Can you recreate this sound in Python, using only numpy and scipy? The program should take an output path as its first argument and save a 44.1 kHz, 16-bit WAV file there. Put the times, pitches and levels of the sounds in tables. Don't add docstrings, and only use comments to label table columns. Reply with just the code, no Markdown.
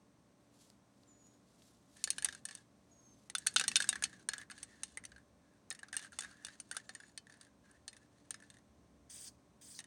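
import sys
import numpy as np
from scipy import signal
from scipy.fft import rfft, irfft
from scipy.io import wavfile

SR = 44100
rng = np.random.default_rng(int(sys.argv[2]) if len(sys.argv) > 2 else 0)


def wav_record(signal):
    frames = np.transpose(np.atleast_2d(signal))
    bounded = np.clip(frames, -1, 1)
    quanta = np.round(bounded * 32767).astype(np.int16)
    wavfile.write(sys.argv[1], SR, quanta)


def amplitude_ratio(level_db):
    exponent = np.asarray(level_db, float) / 20
    return 10 ** exponent


N = 434826


def rms_one(x):
    return x / np.sqrt(np.mean(x ** 2) + 1e-20)


def in_time(rows):
    s, *columns = np.transpose(rows)
    t = np.arange(N) / SR
    out = [np.interp(t, s, c) for c in columns]
    out[-1][(t < s[0]) | (t > s[-1])] = -140
    return out


def drift(rate_hz):
    r = np.exp(-80 * np.pi * rate_hz / SR)
    noise = rng.standard_normal(N // 40 + 2002)
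    slow = signal.lfilter([1], [1, -2 * r, r * r], noise)[2000:]
    return np.interp(np.arange(N) / 40, np.arange(len(slow)), rms_one(slow))


def band(x, low_hz, high_hz):
    return signal.sosfilt(signal.butter(2, [low_hz, high_hz], "band", fs=SR, output="sos"), x)


def band_noise(low_hz, high_hz):
    return rms_one(band(rng.standard_normal(N), low_hz, high_hz))


def coloured(spectrum):
    hz, db = np.transpose(spectrum)
    grid_hz = np.arange(1, N // 2 + 2) * SR / N
    gain = amplitude_ratio(np.interp(np.log(grid_hz), np.log(hz), db))
    return rms_one(irfft(rfft(rng.standard_normal(N)) * gain, N))


def ring(clicks, hz, t60):
    r, w = amplitude_ratio(-60 / (t60 * SR)), 2 * np.pi * hz / SR
    return signal.lfilter([0, np.sin(w)], [1, -2 * r * np.cos(w), r * r], clicks + 1e-18)


def dying(clicks, t60):
    return signal.lfilter([1], [1, -amplitude_ratio(-60 / (t60 * SR))], clicks + 1e-18)


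def train(s, sizes):
    out = np.zeros(N)
    np.add.at(out, np.round(np.asarray(s) * SR).astype(int), sizes)
    return out


def held(start, length, rise, fall):
    t = np.arange(N) / SR - start
    return np.clip(60 * np.minimum(t / rise - .5, (length - t) / fall), -200, 0)


# f/Hz, relative level/dB per Hz
YARD_AIR = [(25, -12.5), (42, -13.5), (58, -8), (146, -10), (200, -2), (290, -8.5), (330, -11.5),
            (600, -14.5), (1090, -20), (1830, -25), (3000, -30.5), (4000, -29), (5000, -32), (6100, -27.5),
            (7200, -33.5), (8600, -29.5), (11300, -44.5), (17500, -45)]
# t/s, deep level/dB, upper level/dB
RUMBLE_SWELLS = [(0.0, -88, -85), (0.7, -95, -81), (1.9, -90, -81), (2.28, -70, -65), (2.6, -91, -78.5),
                 (3.2, -84, -74.5), (3.6, -81, -63), (4.0, -70.5, -63), (4.25, -82, -69.5), (4.7, -78, -74),
                 (5.0, -69, -73.5), (5.35, -76, -78), (5.8, -83, -76), (6.2, -75, -72.5), (6.5, -83, -80),
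                 (7.35, -90, -80), (7.7, -75, -84.5), (8.35, -81.5, -74), (9.0, -71, -75), (9.86, -82, -74)]
# f/Hz, rms level/dB
HUM_LINES = [(119, -79.5), (290, -78.5), (587, -85), (684, -89.5), (1055, -89), (1114, -92.5)]


def yard():
    t = np.arange(N) / SR
    hum = 0
    for hz, db in HUM_LINES:
        line = np.sin(2 * np.pi * (hz * t + .15 * drift(2.2)))
        hum = hum + np.sqrt(2) * amplitude_ratio(db + 1.7 * drift(3)) * line
    deep_db, upper_db = in_time(RUMBLE_SWELLS)
    deep = band_noise(58, 82) * amplitude_ratio(deep_db)
    upper = band_noise(110, 290) * amplitude_ratio(upper_db)
    return amplitude_ratio(-69.5) * coloured(YARD_AIR) + deep + upper + hum


# t/s, level/dB
RUSTLE_SWELLS = [(0.4, -82), (0.5, -91), (0.536, -77), (0.636, -69.5), (0.716, -76), (0.826, -100),
                 (1.03, -80), (1.126, -89), (1.262, -80), (1.43, -83.5), (1.66, -71.5), (1.84, -82),
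                 (1.998, -69), (2.03, -76), (2.7, -92), (3.05, -80), (3.28, -78)]
# t/s, peak level/dB, f/Hz
RUSTLE_SNAPS = [(0.702, -47, 4800), (0.701, -48, 8200), (0.9394, -65, 4020), (1.035, -53, 4400),
                (1.269, -51, 6900), (1.621, -50, 3480)]


def rustle():
    hiss = band_noise(3000, 9300) * amplitude_ratio(in_time(RUSTLE_SWELLS)[0] + 2.2 * drift(60))
    return hiss + sum(ring(train([s], amplitude_ratio(db)), hz, 0.0027) for s, db, hz in RUSTLE_SNAPS)


# t/s, length/s, first f/Hz, last f/Hz, drop into pitch f/Hz, level/dB before flutter
WHISTLES = [(1.065, .22, 6930, 6780, 600, -72), (2.9, .25, 6680, 6280, 60, -73),
            (6.855, .22, 7000, 6910, 550, -77)]


def bird():
    chirp_s, rise_s, fall_s = .025, .03, .3
    out = 0
    for s, length, first_hz, last_hz, chirp_hz, db in WHISTLES:
        t = np.clip(np.arange(N) / SR - s, 0, length)
        hz = first_hz + (last_hz - first_hz) * t / length + chirp_hz * np.exp(-t / chirp_s)
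        phase = 2 * np.pi * np.cumsum(hz + 25 * drift(88)) / SR
        whistle = np.sin(phase) * amplitude_ratio(3.5 * drift(30))
        partner = amplitude_ratio(-17) * np.sin(.85 * phase) * (1 + .6 * drift(40))
        out = out + np.sqrt(2) * amplitude_ratio(db + held(s, length, rise_s, fall_s)) * (whistle + partner)
    return out


# t/s, length/s, wall ring level/dB, scrape level/dB
ROLLS_ROUND = [(1.95, .09, -73, -70), (2.047, 0.34, -72.5, -66.5), (2.463, 0.15, -72.5, -69),
               (3.352, 0.19, -68, -66), (3.565, 0.34, -61.5, -60), (3.932, 0.24, -67, -69.5),
               (4.183, .04, -75, -72), (4.315, 0.11, -59, -68), (4.518, .13, -69, -68),
               (4.66, .17, -70, -73), (4.842, 0.11, -84, -71.5), (4.987, 0.23, -80, -84.5),
               (5.417, 0.15, -81.5, -88), (5.75, 0.24, -76, -87), (5.96, .1, -63, -64.5),
               (6.116, 0.054, -69, -65.5), (6.191, 0.11, -63, -65), (6.308, 0.14, -69, -76),
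               (6.446, 0.095, -67, -66.5), (6.565, .14, -87, -76.5), (6.726, 0.073, -66, -66.5),
               (6.821, 0.28, -79, -76.5), (7.283, .19, -73, -77.5), (7.629, .14, -72, -79),
               (7.896, .15, -78.5, -80.5), (8.1, 0.19, -86, -82), (8.31, .26, -79.5, -79.5)]
ROLL_HZ, SLOSH_HZ = 1710, 70


def roll_levels():
    gains = 0
    for s, length, wall_db, scrape_db in ROLLS_ROUND:
        gains = gains + amplitude_ratio(held(s, length, 0.033, 0.11) + np.c_[[wall_db, scrape_db]])
    return 20 * np.log10(gains)


# f/Hz, relative level/dB, nominal t60/s
CAN_MODES = [(2254, -19.5, 0.03), (2630, -12.5, .05), (2930, -17, 0.088), (3120, -11.5, 0.021),
             (3614, -10, 0.067), (3890, -5.5, 0.025), (4300, -12, .07), (4480, -10, .05),
             (4630, -16, 0.046), (5070, -18, 0.07), (5486, -12.5, 0.023), (5770, -25, .07),
             (6100, -5.5, 0.033), (6490, -6, 0.036), (6690, -14, 0.054), (7000, -15.5, .05),
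             (7150, -21.5, 0.036), (7930, -12, 0.036), (8420, -11, 0.066), (8750, 1.5, 0.018),
             (8710, -5, 0.029), (9200, -3, .035), (9520, 0.5, 0.016), (10200, -8, 0.028)]
# f/Hz, relative level/dB per Hz
SCRAPE_COLOUR = [(1500, -26), (2300, -4), (2800, -2.5), (4400, -0.5), (5400, -3.5), (6400, 0.5), (7400, -1),
                 (8800, 0.5), (10000, -5), (11500, -22), (15000, -30)]


def rolling(wall_db, scrape_db):
    hz = ROLL_HZ + SLOSH_HZ * drift(4.0)
    skips = (rng.random(N) < 250 / SR) * amplitude_ratio(3.0 * np.minimum(rng.exponential(1, N), 3))
    bumpy = 1.2 + rms_one(dying(skips, .03))
    r = np.exp(-np.pi * 100 / SR)
    noise = rng.standard_normal(N) + 1j * rng.standard_normal(N)
    slow = signal.lfilter([1], [1, -r], bumpy * noise)
    wall = rms_one(np.real(slow * np.exp(2j * np.pi * np.cumsum(hz) / SR)))
    rub = bumpy * coloured(SCRAPE_COLOUR)
    rings = 0
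    for k, (mode_hz, db, t60) in enumerate(CAN_MODES[:17]):
        rings = rings + amplitude_ratio(db) * ring(rub, mode_hz, .6 * t60) * (-1) ** k
    scrape = rms_one(0.7 * rms_one(rings) + rms_one(rub))
    return amplitude_ratio(wall_db) * wall + amplitude_ratio(scrape_db) * scrape


# t/s, wall ring f/Hz, wall ring level/dB, body level/dB, rim level/dB
BALL_KNOCKS = [(2.04, 1640, -55, -35, -28), (2.0748, 1770, -42, -43, -47), (2.1037, 2110, -52, -35, -27),
               (2.1827, 1673, -42, -39.5, -39), (2.2236, 1730, -43.5, -45, -42),
               (2.2461, 1980, -43, -35.5, -27), (2.2565, 1680, -44, -41, -43),
               (2.2868, 1710, -41, -43, -48), (2.3255, 1610, -51, -47, -55), (2.3492, 1570, -52, -57, -52),
               (2.453, 1750, -50.5, -45, -37.5), (2.4871, 1730, -50, -49, -52),
               (2.51, 1730, -51, -50.5, -55), (2.528, 1710, -65, -58, -66), (2.5513, 1760, -63, -52.5, -45),
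               (2.5736, 1780, -71, -61, -64), (3.2989, 1970, -53, -47, -48.5),
               (3.351, 1485, -39, -32.5, -34), (3.3831, 1720, -59, -51, -38.5),
               (3.4651, 1530, -43.5, -44, -40.5), (3.4693, 1760, -39.5, -28, -25),
               (3.5405, 1730, -71, -59, -51), (3.5615, 1480, -31, -26.5, -28),
               (3.5643, 1455, -49, -22, -45), (3.5824, 1460, -62, -40.5, -42),
               (3.5965, 1600, -38, -28, -30), (3.6111, 1530, -36, -33.5, -38),
               (3.6397, 1580, -37, -40.5, -42), (3.6799, 1930, -43, -30.5, -25.5),
               (3.7156, 1910, -44.5, -41, -43), (3.7572, 2270, -54, -15, -29.5),
               (3.7656, 1555, -36.5, -42, -27), (3.8027, 1645, -31, -35, -34.5),
               (3.8224, 1630, -50, -35, -37), (3.8421, 1620, -41.5, -47, -43), (3.89, 1560, -42, -29, -25),
               (3.928, 1713, -38, -41, -45), (3.9559, 1730, -38, -46, -45.5),
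               (4.0236, 1706, -39, -43, -38.5), (4.0385, 1610, -52, -27.5, -29.5),
               (4.0535, 1736, -47, -47, -58), (4.1296, 1735, -54, -63, -62), (4.195, 1540, -57, -68, -67),
               (4.2882, 1700, -38.5, -35, -35.5), (4.3157, 1680, -53, -59.5, -64),
               (4.3345, 1676, -37, -39, -40.5), (4.381, 1640, -51.5, -51.5, -46.5),
               (4.4148, 1800, -49.5, -54.5, -54.5), (4.4998, 1690, -47, -55, -58),
               (4.5094, 1555, -54, -57, -51), (4.515, 1590, -49.5, -51.5, -54.5),
               (4.579, 1730, -56, -58, -61), (4.6298, 2170, -57, -47.5, -41.5),
               (4.8336, 1757, -51.5, -39.5, -35.5), (4.9726, 2044, -40.5, -48, -46),
               (5.0384, 1980, -54, -61.5, -58), (5.052, 2100, -62, -47.5, -44),
               (5.1186, 1630, -56, -59, -68), (5.1617, 1620, -57, -64, -72),
               (5.1804, 1650, -59.5, -73, -71.5), (5.7033, 1830, -51.5, -51.5, -36.5),
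               (5.7097, 1826, -40.5, -39, -53.5), (5.7255, 1740, -57, -74, -48.5),
               (5.7494, 1850, -58, -59, -52), (5.791, 1810, -57, -58, -58), (5.8309, 1675, -45.5, -53, -58),
               (5.884, 1410, -61, -56.5, -60.5), (5.9286, 1760, -43, -46, -47),
               (5.9406, 1670, -41, -55, -50.5), (5.9524, 1580, -51, -55, -59),
               (5.9668, 1780, -44.5, -39, -31.5), (5.9814, 1580, -70, -55, -58),
               (5.9939, 1700, -57, -48.5, -55), (6.0251, 1790, -56, -55.5, -55),
               (6.0383, 1665, -58, -56, -62), (6.0463, 1660, -50, -58, -56),
               (6.1208, 1616, -58, -68.5, -61), (6.1286, 1410, -54, -61.5, -62),
               (6.1878, 1990, -47, -38, -36), (6.2072, 1625, -50, -48.5, -43),
               (6.222, 1670, -48.5, -51, -50), (6.2343, 1636, -47, -53, -54), (6.247, 1652, -44, -56, -57),
               (6.3113, 1410, -63, -61, -64), (6.4485, 1660, -52.5, -43.5, -43.5),
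               (6.4671, 1690, -54, -55, -52), (6.4839, 1650, -50.5, -54, -62),
               (6.6007, 1570, -60.5, -50.5, -45), (6.7128, 1580, -42.5, -45, -41.5),
               (6.725, 1860, -47, -62.5, -53), (6.7476, 1380, -52, -65.5, -54),
               (6.7669, 1578, -41, -40, -38), (6.8922, 1790, -44, -46, -49.5),
               (6.9499, 1830, -46.5, -50.5, -49.5), (7.0013, 1647, -51.5, -56.5, -60.5),
               (7.0349, 1700, -55, -66.5, -76), (7.1763, 1746, -54.5, -43, -44.5),
               (7.2687, 1780, -57.5, -64, -67), (7.2974, 1770, -58, -64.5, -65.5),
               (7.3237, 1730, -62, -63.5, -67), (7.3398, 1710, -62, -65, -67),
               (7.4114, 1560, -65.5, -55, -55.5), (7.4307, 1880, -70.5, -67, -65.5),
               (7.449, 1848, -73, -65, -69), (7.8793, 1780, -55, -42.5, -46),
               (7.9299, 1996, -59.5, -58, -61.5), (7.9662, 1800, -63, -60.5, -57.5),
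               (8.307, 1740, -52.5, -40.5, -41), (8.3424, 1780, -47.5, -51, -53),
               (8.4017, 1760, -61, -65.5, -64), (8.4234, 1730, -58, -69.5, -66),
               (8.5015, 1800, -65, -55.5, -56.5), (8.5415, 1810, -65, -64, -65.5),
               (8.436, 1720, -62, -71, -75), (8.569, 1850, -65, -69, -68),
               (8.5858, 1830, -70.5, -70.5, -68.5), (9.7901, 1838, -53.5, -43, -42.5),
               (9.8027, 1860, -57, -55, -52), (9.841, 1820, -59, -60, -58)]


def blows(wall_db, scrape_db):
    skip_db, spread_db = 2.5, 3.0
    luck = rng.standard_normal((170, 4))
    i = rng.integers(0, N, size=len(luck))
    levels = np.c_[wall_db[i], scrape_db[i], scrape_db[i]] + skip_db + spread_db * luck[:, 1:]
    skips = np.c_[i / SR, ROLL_HZ + SLOSH_HZ * luck[:, 0], levels]
    audible = skips[wall_db[i] > -88]
    s, wall_hz, wall, body, rim = np.vstack([BALL_KNOCKS, audible]).T
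    shoulder = body + 0.63 * (rim - body) - 1
    return s, wall_hz, wall, body, shoulder, rim


PART_EDGES = [2250, 5300, 7200, 11000]
CRACK_T60 = [.007, .005, .005]
DENSE_T60 = [.05, 0.05, 0.022]
# f/Hz, relative level/dB, t60/s
LOW_MODES = [(503, -25.5, 0.032), (759, -27.5, 0.087), (858, -24.5, 0.045), (1124, -23, 0.04),
             (1310, -18.5, 0.025)]


def knocks(s, wall_hz, wall_db, *parts_db):
    wall_t60, shed_t60 = 0.031, 0.16
    hz, level_db, t60 = np.transpose(CAN_MODES)[:, :, None]
    part = np.searchsorted(PART_EDGES, hz[:, 0]) - 1
    part_power = np.bincount(part, amplitude_ratio(2 * level_db[:, 0]))
    luck = rng.standard_normal((len(s), 4, len(CAN_MODES), 1))
    t = np.arange(round(.11 * SR)) / SR
    taper = 1 - t / t[-1]
    fade = amplitude_ratio(-60 * t / (.6 * t60)) + 0.49 * amplitude_ratio(-60 * t / (1.45 * t60))
    fade = fade * (1 - np.exp(-t / 0.00023)) * taper
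    swell = amplitude_ratio(-60 * t / wall_t60) + .18 * amplitude_ratio(-60 * t / 0.075)
    swell = swell * (1 - np.exp(-t / 0.00068)) * taper
    out = np.zeros(N)
    for k, (strength, shift, split, phase) in enumerate(luck):
        turns = 2 * np.pi * hz * (1 + .018 * shift) * t
        beats = 1 + .6 * np.cos(2 * np.pi * 90 * split * t + 3 * phase)
        share = amplitude_ratio(level_db + 5.0 * strength)[:, 0]
        share *= np.sqrt(part_power / np.bincount(part, share ** 2))[part]
        size = (amplitude_ratio(np.array(parts_db)[part, k]) * share)[:, None]
        modes = np.sum(size * fade * beats * np.sin(turns), axis=0)
        w = 2 * np.pi * wall_hz[k] * t
        above = 0.44 * np.sin(w * (1.06 + 0.042 * split[0]) + 3 * phase[0])
        below = .5 * np.sin(w * (.92 + 0.036 * split[1]) + 3 * phase[1])
        wall = amplitude_ratio(wall_db[k] + 4.0) * swell * (np.sin(w) + above + below)
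        i = round(s[k] * SR)
        out[i:i + len(t)] += (modes + wall)[:N - i]
    for low, high, db, crack, dense in zip(PART_EDGES, PART_EDGES[1:], parts_db, CRACK_T60, DENSE_T60):
        hits = train(s, amplitude_ratio(db))
        envelope = amplitude_ratio(-1.0) * dying(hits, crack) + amplitude_ratio(-12) * dying(hits, dense)
        out += band_noise(low, high) * (envelope + amplitude_ratio(-31.5) * dying(hits, shed_t60))
    blow_db = .5 * (wall_db + parts_db[0])
    for k, (low_hz, db, ring_s) in enumerate(LOW_MODES):
        thuds = train(s, amplitude_ratio(blow_db + db + 8.5) * luck[:, 3, k + 1, 0])
        out += ring(thuds, low_hz, ring_s)
    wash = dying(train(s, amplitude_ratio(wall_db)), shed_t60) * band_noise(1300, 2200)
    return out + amplitude_ratio(-18.5) * wash


def crackle(s, rim_db):
    return dying(train(s, amplitude_ratio(rim_db)), 0.023) * band_noise(11000, 21000)


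# t/s, length/s, first level/dB, last level/dB
NOZZLE = [(9.092, .196, -55, -53), (9.607, .18, -58.5, -58)]
# f/Hz, relative level/dB per Hz
JET_COLOUR = [(530, -52), (900, -24), (1320, -30), (1630, -20.5), (2820, -21.5), (3120, -13.5),
              (3800, -6.5), (4810, -2.5), (5450, -9), (6170, -4), (6980, -3.5), (8730, 0), (10400, -13),
              (13300, -24), (16400, -21.5), (17500, -26.5)]


def sprays():
    open_s, shut_s, dribble_s, dribble_db = .015, .04, .3, -17
    source, together = coloured(JET_COLOUR), drift(25)
    jet = 0
    for low, high in [(700, 4000), (4000, 7200), (7200, 11000), (11000, 17800)]:
        flutter_db = 0.61 * together + 1.3 * drift(39.2) + .6 * drift(6.0)
        jet = jet + band(source, low, high) * amplitude_ratio(flutter_db)
    flow = 0
    for s, length, first_db, last_db in NOZZLE:
        level = amplitude_ratio(np.interp(np.arange(N) / SR, [s, s + length], [first_db, last_db]))
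        burst = amplitude_ratio(held(s, length, open_s, shut_s))
        dribble = amplitude_ratio(dribble_db + held(s, length, open_s, dribble_s))
        flow = flow + level * (burst + dribble)
    return rms_one(jet) * flow


def scene():
    roll_db = roll_levels()
    hits = blows(*roll_db)
    limits = signal.butter(4, [330, 10300], "band", fs=SR, output="sos")
    can = signal.sosfilt(limits, knocks(*hits)) + amplitude_ratio(-21.5) * crackle(hits[0], hits[-1])
    mix = yard() + rustle() + bird() + rolling(*roll_db) + can + sprays()
    return mix[None]


def band_limit(x):
    return signal.sosfilt(signal.butter(12, 18300, fs=SR, output="sos"), x)


def record(dry):
    x = signal.sosfilt(signal.butter(4, 55, "high", fs=SR, output="sos"), dry)
    x = signal.sosfilt(signal.cheby2(10, 35, 17300, fs=SR, output="sos"), x)
    return band_limit(x)


dry = scene()
out = record(dry)
wav_record(out)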